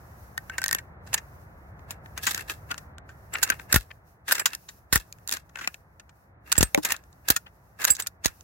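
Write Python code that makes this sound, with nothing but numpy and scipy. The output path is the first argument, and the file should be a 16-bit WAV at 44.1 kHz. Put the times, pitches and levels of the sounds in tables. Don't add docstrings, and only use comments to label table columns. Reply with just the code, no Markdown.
import sys
import numpy as np
from scipy import signal
from scipy.fft import rfft, irfft, next_fast_len
from scipy.io import wavfile
from scipy.ndimage import uniform_filter1d

SR = 44100
rng = np.random.default_rng(int(sys.argv[2]) if len(sys.argv) > 2 else 0)


def transcribe(signal):
    frames = np.atleast_2d(signal).T
    limited = np.clip(frames, -1, 1)
    pcm = np.round(limited * 32767).astype(np.int16)
    wavfile.write(sys.argv[1], SR, pcm)


N = 371763
HIT, LEAD = 4096, 512
T = np.arange(HIT) / SR
FADE = np.log(1000)

# t/s, level/dB
TRAFFIC_RIDE = [(0, -49), (2.0, -46), (3.7, -49), (3.85, -55), (6.4, -55.5), (8.43, -55.5)]
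# f/Hz, gain/dB
TRAFFIC_EQ = [(25, -10), (53, -7), (75, -2.5), (184, -13.5), (232, -21.5), (450, -22.5), (701, -19),
              (831, -20.5), (1300, -24), (1820, -26.5), (2200, -33), (3000, -48), (4000, -51),
              (8800, -73.5)]
# f/Hz, left-right correlation (limited to +-1 in use)
TRAFFIC_CORRELATION = [(60, 0.96), (290, 0.94), (640, 0.22), (1400, -0.053), (3000, -1.1)]
# t/s, hold/s, level/dB
SLEEVE_MOVES = [(0, 0.81, -62.5), (1.059, 0.37, -64), (1.457, .25, -72.5), (1.785, 0.18, -72),
                (2.05, 0.5, -65), (2.53, .3, -63), (3.09, 0.26, -67.5), (3.332, .3, -59),
                (3.717, 0.23, -66.5), (4.077, 0.036, -66.5), (4.303, 0.46, -59.5), (4.94, 0.057, -61.5),
                (5.07, 0.23, -66.5), (5.46, 0.053, -72.5), (5.563, 0.17, -59), (5.8, 0.37, -77.5),
                (6.159, .08, -72.5), (6.481, 0.43, -60), (7.03, 0.23, -69.5), (7.266, 0.15, -63),
                (7.46, 0.36, -71), (7.805, 0.32, -73), (8.253, 0.21, -61)]
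# f/Hz, gain/dB
SLEEVE_EQ = [(1470, -47), (2500, -10), (3310, -20.5), (3800, -17), (5870, -10.5), (8080, -16),
             (11300, -10.5), (16000, -8.5)]
# t/s, hold/s, hiss level/dB, hum over hiss/dB
STEEL_SLIDES = [(0.521, 0.024, -62.5, 16.5), (0.579, .13, -58, 7), (0.731, 0.031, -53.5, 10),
                (1.087, .06, -61.5, 0), (1.134, 0.025, -52, 11.5), (1.894, .03, -56, 5),
                (2.168, 0.032, -56.5, 7), (2.233, 0.011, -30, -8), (2.295, 0.019, -31, -7.5),
                (2.321, 0.087, -46, 1.5), (2.487, 0.019, -40, -0.5), (2.696, 0.054, -57.5, 7.5),
                (3.334, .2, -51, 8), (3.59, .03, -62, 4), (3.701, 0.075, -48.5, 6),
                (3.752, 0.018, -34, -14), (4.287, 0.033, -32.5, 0), (4.359, 0.055, -49.5, 10.5),
                (4.47, 0.069, -53, 6), (4.938, 0.018, -30.5, -2.5), (5.286, 0.044, -60.5, 13.5),
                (5.334, 0.013, -39, -2), (5.56, .12, -63.5, 14.5), (6.468, 0.19, -57.5, 6.5),
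                (6.592, .06, -45, 1.5), (6.849, 0.085, -41.5, 4), (7.256, 0.016, -62.5, 9),
                (7.288, 0.026, -37, 0.5), (7.801, 0.12, -44, 4.5), (7.989, 0.025, -48, 4.5),
                (8.243, 0.041, -50.5, 4.5)]
# f/Hz, gain/dB
SLIDE_EQ = [(1470, -44.5), (2500, -9), (3460, -3.5), (6970, -7.5), (7590, -3.5), (8600, -10), (13000, -5.5),
            (16000, -13.5)]
# t/s, level/dB, f/Hz, t60/s
SHELL_BOUNCES = [(6.746, -13, 567, 0.096), (6.777, -10.5, 304, 0.067)]
# t/s, port (0 left, 1 right), signed push, recovery/s
MIC_SLAMS = [(3.7429, 0.0, 0.45, 0.03), (3.7427, 1.0, 0.25, 0.03), (3.7615, 0.0, -0.74, 0.03),
             (3.7607, 1.0, -0.4, 0.03), (4.9298, 1.0, 0.36, 0.03), (4.9585, 0.0, 0.33, 0.03),
             (4.9593, 1.0, 0.19, 0.008), (6.5821, 1.0, -0.58, 0.03), (6.6082, 0.0, -0.77, 0.002),
             (6.6075, 1.0, -0.09, 0.008), (6.6294, 0.0, -1.7, 0.0005), (6.6306, 1.0, 0.21, 0.03),
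             (7.303, 0.0, -0.57, 0.0005), (7.3034, 1.0, -0.43, 0.0005), (7.9079, 1.0, -0.12, 0.002),
             (8.2581, 0.0, -0.33, 0.0005), (8.2583, 1.0, 0.97, 0.0005)]
# t/s, f/Hz, level/dB, t60/s
LONE_PINGS = [(4.333, 7580, -36, 0.072), (6.63, 8150, -21.5, 0.09), (6.748, 2180, -1.5, 0.0072),
              (8.022, 8060, -25.5, 0.04)]
# t/s, level/dB, pan left over right/dB, time until damped/s
LEVER_BLOWS = [(3.337, -21.5, 6.5, 0.014), (4.396, -19, -11, .04), (4.927, -16.5, -5.5, .008),
               (6.579, -5.5, -11, 0.01), (7.904, -2.5, -8.5, 0.043)]
# f/Hz, level/dB, t60/s
LEVER_MODES = [(4900, -18, .08), (7520, 0, .07), (7890, -3, .08), (10380, -9, .08), (13550, -9, .07),
               (13730, -12, .07)]
# f/Hz, level/dB, t60/s
RECEIVER_MODES = [(1215, -8, 0.014), (1436, -8.5, 0.041), (1560, -0.5, 0.026), (1808, 1.5, 0.015),
                  (1963, -4, 0.014), (2405, -9, 0.02), (2629, -3.5, 0.0091)]
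# f/Hz, level/dB, t60/s
PART_MODES = [(3850, -8.5, .015), (4220, -7, 0.0053), (5390, -9, 0.018), (6530, 2.5, 0.0085),
              (7264, 12.5, 0.0034), (8750, -22.5, 0.014), (11710, -1.5, 0.0072), (12340, -4, .015),
              (13850, -2.5, 0.0079)]
# f/Hz, level/dB, t60/s
STOCK_MODES = [(276, -0.56, 0.0052), (580, -4.5, 0.0036), (804.3, 1.1, 0.01)]
# f/Hz, level/dB, t60/s
HULL_MODES = [(1555, 6, 0.054), (1847, 14.5, 0.028), (2180, -3.5, 0.031)]
# t/s, click level/dB, knock over click/dB, chatter t60/ms, rise/ms
CONTACTS = [(0.3786, -19.5, 3, 5.5, 1.44), (0.4974, -29.5, 6, 11, 0.77), (0.582, -15.5, 1.5, 26, 0.52),
            (0.618, -19.5, -2, 12, 1.5), (0.632, -27, -4, 12, 1.5), (0.6403, -10.5, -4.5, 12, 0.58),
            (0.662, -14.5, -4, 4.1, 2), (0.6814, -10, -25, 5.9, 0.64), (0.6906, -23, 0.5, 14, 3),
            (0.7118, -11.5, -4, 3.8, 0.58), (0.7294, -6, -6.5, 2.7, 1.8), (0.749, -8, -4.5, 10, 1.4),
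            (0.7849, -26.5, 1, 39, 0.6), (1.0746, -39, 0, 34, 10), (1.1318, -20, -1.5, 19, 3.1),
            (1.144, -7, -6, 21, 4.7), (1.178, -24.5, -1, 41, 1.6), (1.794, -52, 6.5, 15, 2.1),
            (1.9076, -19, -6, 51, 0.98), (2.06, -46.5, 11, 16, 1.7), (2.1771, -21, -2.5, 38, 1.2),
            (2.2694, -10, -0.5, 91, 3.4), (2.3468, -15, -4, 8.3, 1.3), (2.3788, -19, -3.5, 22, 3),
            (2.395, -35, 7, 39, 9.3), (2.498, -23, 5, 22, 2.5), (2.715, -20, 3, 25, 7),
            (2.7435, -30.5, 4.5, 4.2, 1.4), (2.7799, -25.5, -5, 29, 1.5), (2.983, -35.5, 2.5, 7.2, 1.2),
            (3.092, -46, 9.5, 116, 3.5), (3.3394, -22, -3, 11, 1.2), (3.3555, -34, 20, 24, 6.7),
            (3.386, -30, -1, 11, 3), (3.4314, -6.5, -5.5, 44, 2.8), (3.477, -27, -4, 9, 1.6),
            (3.492, -27, 1, 18, 1.5), (3.501, -5.5, -1, 25, 0.86), (3.522, -39, 21.5, 32, 2.7),
            (3.5983, -36.5, 8.5, 2, 3.4), (3.7274, -3, -6.5, 15, 1.8), (3.7432, -6.5, -3, 38, 1.6),
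            (3.7603, -5.5, 0.5, 34, 2.1), (3.9149, -45.5, 16.5, 10.4, 9.6), (4.282, -26.5, 4, 33, 4),
            (4.2967, -27.5, 4, 120, 2.3), (4.311, -15, 2.5, 30, 1.1), (4.3242, -5, -5.5, 22, 6),
            (4.352, -19, -4.5, 70, 1.5), (4.3832, -22, -2, 21, 1.9), (4.3977, -13.5, -4.5, 32, 3.4),
            (4.4574, -6, -4, 52, 0.44), (4.506, -36, -7, 6, 1.1), (4.5334, -20, -4.5, 52, 1.7),
            (4.55, -17.5, -15.5, 7.4, 0.93), (4.6888, -31, -0.5, 57, 2.9), (4.927, -3.5, -8, 68, 0.79),
            (4.958, -3, -3, 22, 2.6), (4.977, -16, -15, 8, 1.4), (5.126, -24.5, -16, 4, 0.56),
            (5.186, -46, 1, 5, 0.83), (5.276, -18, -15, 6.8, 0.55), (5.288, -19.5, -18, 6.5, 1.6),
            (5.2934, -16, -9, 4, 0.84), (5.3046, -24, -15, 9.8, 1.5), (5.3132, -14.5, -15, 8, .7),
            (5.325, -13, -7.5, 21, 3), (5.3385, -17, -14.5, 15, 2.3), (5.3706, -25.5, -1.5, 15, 7.4),
            (5.495, -44.5, -4, 25, 2.5), (5.558, -33.5, 11, 9, 1.2), (5.573, -38.5, 8, 32, 3),
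            (5.5882, -33, 5.5, 62, 2.4), (5.613, -33, 8, 130, 2.9), (5.646, -32.5, 9.5, 50, 11),
            (5.675, -14, 3, 10, 0.76), (5.7438, -28, -0.5, 14, 1.7), (5.9976, -34.5, -3.5, 29, 1.2),
            (6.094, -46.5, 1.5, 33, 1.5), (6.5187, -10, -3, 36, 1.3), (6.526, -3.5, -10.5, 7, 0.48),
            (6.555, -31.5, 10, 30, 1.9), (6.5665, -23, -3, 46, 1.9), (6.5798, -9.5, -7.5, 31, 0.48),
            (6.6092, -9, -4.5, 40, 1.2), (6.6288, -4.5, -7, 26, 0.53), (6.7472, -5.5, -21.5, 2.5, 1),
            (6.7765, -18.5, -6, 74, 2.5), (6.834, -23.5, -13, 30, 6.1), (6.8497, -11, -3.5, 59, 1.5),
            (6.89, -21.5, -10.5, 9, 1.1), (6.9072, -16.5, -0.5, 59, 9.5), (6.9213, -9, -4, 26, 3.1),
            (6.944, -37.5, 11, 41, 6.1), (6.965, -26, -14, 13, 1.6), (7.039, -49.5, -1, 9, 1.7),
            (7.129, -45, -14, 13.5, 2.2), (7.2868, -10, -23, 17, 1.6), (7.302, -2.5, -2.5, 37, 1),
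            (7.364, -10, -2.5, 32, 2.2), (7.466, -56.5, 23.5, 55, 3.5), (7.8188, -23, -3, 94, 8.9),
            (7.8454, -7, -7.5, 15, 4.4), (7.8512, 0, -9.5, 2.2, 1.2), (7.8805, -15, -5.5, 33, 9.5),
            (7.9049, -14.5, -7.5, 16, 11), (7.951, -23, -30, 55, 1.6), (7.967, -22, -12, 11, 1.1),
            (8.001, -13, -8.5, 37, 4.9), (8.0235, -24, -12, 31, 1.8), (8.064, -32.5, 4, 25, 1.2),
            (8.0708, -15.5, -12, 22, 1), (8.249, -15, -7, 15, 5.3), (8.2578, -5, -10.5, 31, 1.5),
            (8.28, -27.5, -2, 44, 2.8), (8.4094, -35.5, -12, 7.5, 2.3)]

SLEEVE_RISE_DB_PER_S, SLEEVE_FALL_DB_PER_S = 399, 178
SLIDE_RISE_DB_PER_S, SLIDE_FALL_DB_PER_S = 1201, 397
LEVER_FLUTTER_DB, LEVER_DAMPING_DB_PER_S = 1.8, 2499
SEATED_S = .9
TICK_DB, TICK_DB_PER_DB, TICK_SCATTER_DB = 2.8, 0.4, -1
CLICK_PAN_DB, KNOCK_PAN_DB, PAN_SCATTER_DB = -2.5, 2, 1
LOW_CUT_HZ, HIGH_CUT_HZ = 50, 15900


def undb(db):
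    return 10 ** (np.asarray(db) / 20)


def band(x, lo_hz, hi_hz):
    return signal.sosfilt(signal.butter(3, [lo_hz, hi_hz], "bandpass", fs=SR, output="sos"), x)


def peak(x, db):
    return x * undb(db) / np.abs(x).max()


def unit_rms(x):
    return x / np.sqrt(np.mean(x ** 2))


def along(points, hz):
    point_hz, values = np.transpose(points)
    return np.interp(np.log(hz + 1), np.log(point_hz), values)


def eq(x, points):
    hz = np.fft.rfftfreq(x.shape[-1], 1 / SR)
    return irfft(rfft(x) * undb(along(points, hz)), x.shape[-1])


def walk(rate_hz, size):
    hold = int(SR / rate_hz)
    steps = np.repeat(rng.standard_normal(size // hold + 1), hold)
    return 1.2 * uniform_filter1d(steps, hold)[:size]


def stroke(s, hold_s, db, rise_db_per_s, fall_db_per_s):
    t = np.arange(N) / SR
    attack_db = rise_db_per_s * np.maximum(s - t, 0)
    release_db = fall_db_per_s * np.maximum(t - s - hold_s, 0)
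    return undb(db - attack_db - release_db)


def place(out, s, sound, pan_db):
    i = int(s * SR)
    out[:, i:i + HIT] += sound * undb([[pan_db / 2], [-pan_db / 2]])


def ring(modes, scatter_db):
    hz, db, t60 = np.transpose(modes)[:, :, None]
    strength, detune, phase, _ = rng.standard_normal((4, len(modes), 1))
    envelope = undb(db + scatter_db * strength) * np.exp(-FADE * T / t60)
    angle = 2 * np.pi * hz * (1 + .006 * detune) * T
    return np.array([(envelope * np.sin(angle + lag)).sum(0) for lag in (0, 2 * phase)])


def rattle(t60, rise_s):
    noise = rng.standard_normal((3, HIT))
    grit = undb(3 * walk(2000, HIT))
    shared = np.array([noise[0], np.roll(noise[0], 5)])
    t = T - LEAD / SR
    crack = 1 + 1.6 * np.exp(-np.abs(t) / 0.00012)
    envelope = np.exp(np.where(t < 0, 1.4 * t / rise_s, -FADE * t / t60))
    return (shared + 1.37 * noise[1:]) * grit * crack * envelope


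def struck(modes, chatter):
    return signal.fftconvolve(ring(modes, scatter_db=4.1), chatter[:1], axes=1)[:, :HIT]


def traffic():
    size = next_fast_len(N)
    correlation = np.clip(along(TRAFFIC_CORRELATION, np.fft.rfftfreq(size, 1 / SR)), -1, 1)
    mid, side = rfft(rng.standard_normal((2, size))) * np.sqrt([1 + correlation, 1 - correlation])
    rumble = eq(irfft(np.array([mid + side, mid - side]), size), TRAFFIC_EQ)
    ride_db = np.interp(np.arange(N) / SR, *np.transpose(TRAFFIC_RIDE))
    return unit_rms(rumble)[:, :N] * undb(ride_db + walk(3, N))


def sleeves():
    noise = rng.standard_normal((2, next_fast_len(N)))
    rustle = band(eq(noise, SLEEVE_EQ), 2200, 17000)
    power = sum(stroke(*move, SLEEVE_RISE_DB_PER_S, SLEEVE_FALL_DB_PER_S) ** 2 for move in SLEEVE_MOVES)
    return unit_rms(rustle)[:, :N] * np.sqrt(power) * undb(1.2 * walk(40, N))


def slides():
    hiss_gain, hum_gain = np.zeros((2, N))
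    for s, hold_s, db, hum_db in STEEL_SLIDES:
        gain = stroke(s, hold_s, db, SLIDE_RISE_DB_PER_S, SLIDE_FALL_DB_PER_S)
        hiss_gain = np.hypot(hiss_gain, gain)
        hum_gain = np.hypot(hum_gain, gain * undb(hum_db))
    size = next_fast_len(N)
    hiss_db = 20 * np.log10(hiss_gain + 1e-9)
    coarseness = np.resize(np.clip((hiss_db + 75) / 25, .2, 1), size)
    noise = rng.standard_normal((2, size))
    grit = noise * undb(coarseness * (4.1 * walk(500, size) + 2.5 * walk(90, size)))
    hiss = unit_rms(eq(grit, SLIDE_EQ))
    receiver = sum(undb(db) * band(grit, .93 * hz, 1.07 * hz) for hz, db, _ in RECEIVER_MODES)
    hum = unit_rms(receiver) + undb(-7) * unit_rms(band(grit, 250, 1500))
    return hiss_gain * hiss[:, :N] + hum_gain * hum[:, :N]


def shell_drop():
    out = np.zeros((2, N + HIT))
    for s, db, hz, t60 in SHELL_BOUNCES:
        tube = ring([(hz, 0, t60), (1.38 * hz, -8, .5 * t60)], scatter_db=0.84)
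        scuff = band(rattle(t60=0.05, rise_s=.0005), 180, 1020)
        place(out, s, peak(tube, db), pan_db=1.5)
        place(out, s - LEAD / SR, peak(scuff, db - 9), pan_db=1.5)
    return out[:, :N]


def mic_overload():
    t = np.arange(4 * HIT) / SR
    out = np.zeros((2, N + len(t)))
    for s, port, push, recovery_s in MIC_SLAMS:
        i = int(s * SR)
        out[int(port), i:i + len(t)] += push * np.exp(-t / recovery_s)
    return uniform_filter1d(out[:, :N], size=24, axis=1)


def pings():
    out = np.zeros((2, N + HIT))
    for s, hz, db, t60 in LONE_PINGS:
        place(out, s, peak(ring([(hz, 0, t60)], scatter_db=0), db), pan_db=-3)
    return out[:, :N]


def lever_rings():
    out = np.zeros((2, N + HIT))
    for s, db, pan_db, free_s in LEVER_BLOWS:
        choke_db = -LEVER_DAMPING_DB_PER_S * np.maximum(T - free_s, 0)
        lever = ring(LEVER_MODES, scatter_db=2) * undb(LEVER_FLUTTER_DB * walk(500, HIT) + choke_db)
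        place(out, s, peak(lever, db), pan_db)
    return out[:, :N]


def action_clicks():
    out = np.zeros((2, N + HIT))
    scatter = rng.standard_normal((len(CONTACTS), 2))
    knock_pan = undb(np.array([[1], [-1]]) * (KNOCK_PAN_DB - CLICK_PAN_DB) / 2)
    for (s, db, knock_db, t60_ms, rise_ms), (tick_draw, pan_draw) in zip(CONTACTS, scatter):
        chatter = rattle(np.clip(t60_ms, 3, 120) / 1e3, np.clip(rise_ms, .2, 9) / 1e3)
        parts = peak(chatter, 0) + peak(struck(PART_MODES, chatter), -7)
        hollow_modes = HULL_MODES if s < SEATED_S else RECEIVER_MODES
        hollow = peak(band(chatter, 1200, 2900), -10.5) + peak(struck(hollow_modes, chatter), 0)
        stock = peak(band(struck(STOCK_MODES, chatter), 200, 1200), -16)
        body = peak(band(hollow, 520, 6500), 0) + stock
        knock = peak(body, knock_db) * knock_pan
        click = peak(band(parts, 3630, 8200), 0)
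        tick = peak(band(parts, 9000, 17000), TICK_DB + TICK_DB_PER_DB * db + TICK_SCATTER_DB * tick_draw)
        pan_db = CLICK_PAN_DB + PAN_SCATTER_DB * pan_draw
        place(out, s - LEAD / SR, (click + tick + knock) * undb(db), pan_db)
    return out[:, :N]


def scene():
    gun = action_clicks() + lever_rings() + pings() + shell_drop()
    ground = rng.standard_normal((2, HIT)) * np.exp(-FADE * T / .06) * (T > .004)
    reflection = undb(-42) * signal.fftconvolve(gun, ground, axes=1)[:, :N]
    return gun + reflection + mic_overload() + slides() + sleeves() + traffic()


def record(dry):
    low_cut = signal.butter(6, LOW_CUT_HZ, "high", fs=SR, output="sos")
    high_cut = signal.ellip(12, .2, 100, HIGH_CUT_HZ, fs=SR, output="sos")
    return signal.sosfilt(high_cut, np.tanh(signal.sosfilt(low_cut, dry)))


dry = scene()
out = record(dry)
transcribe(out)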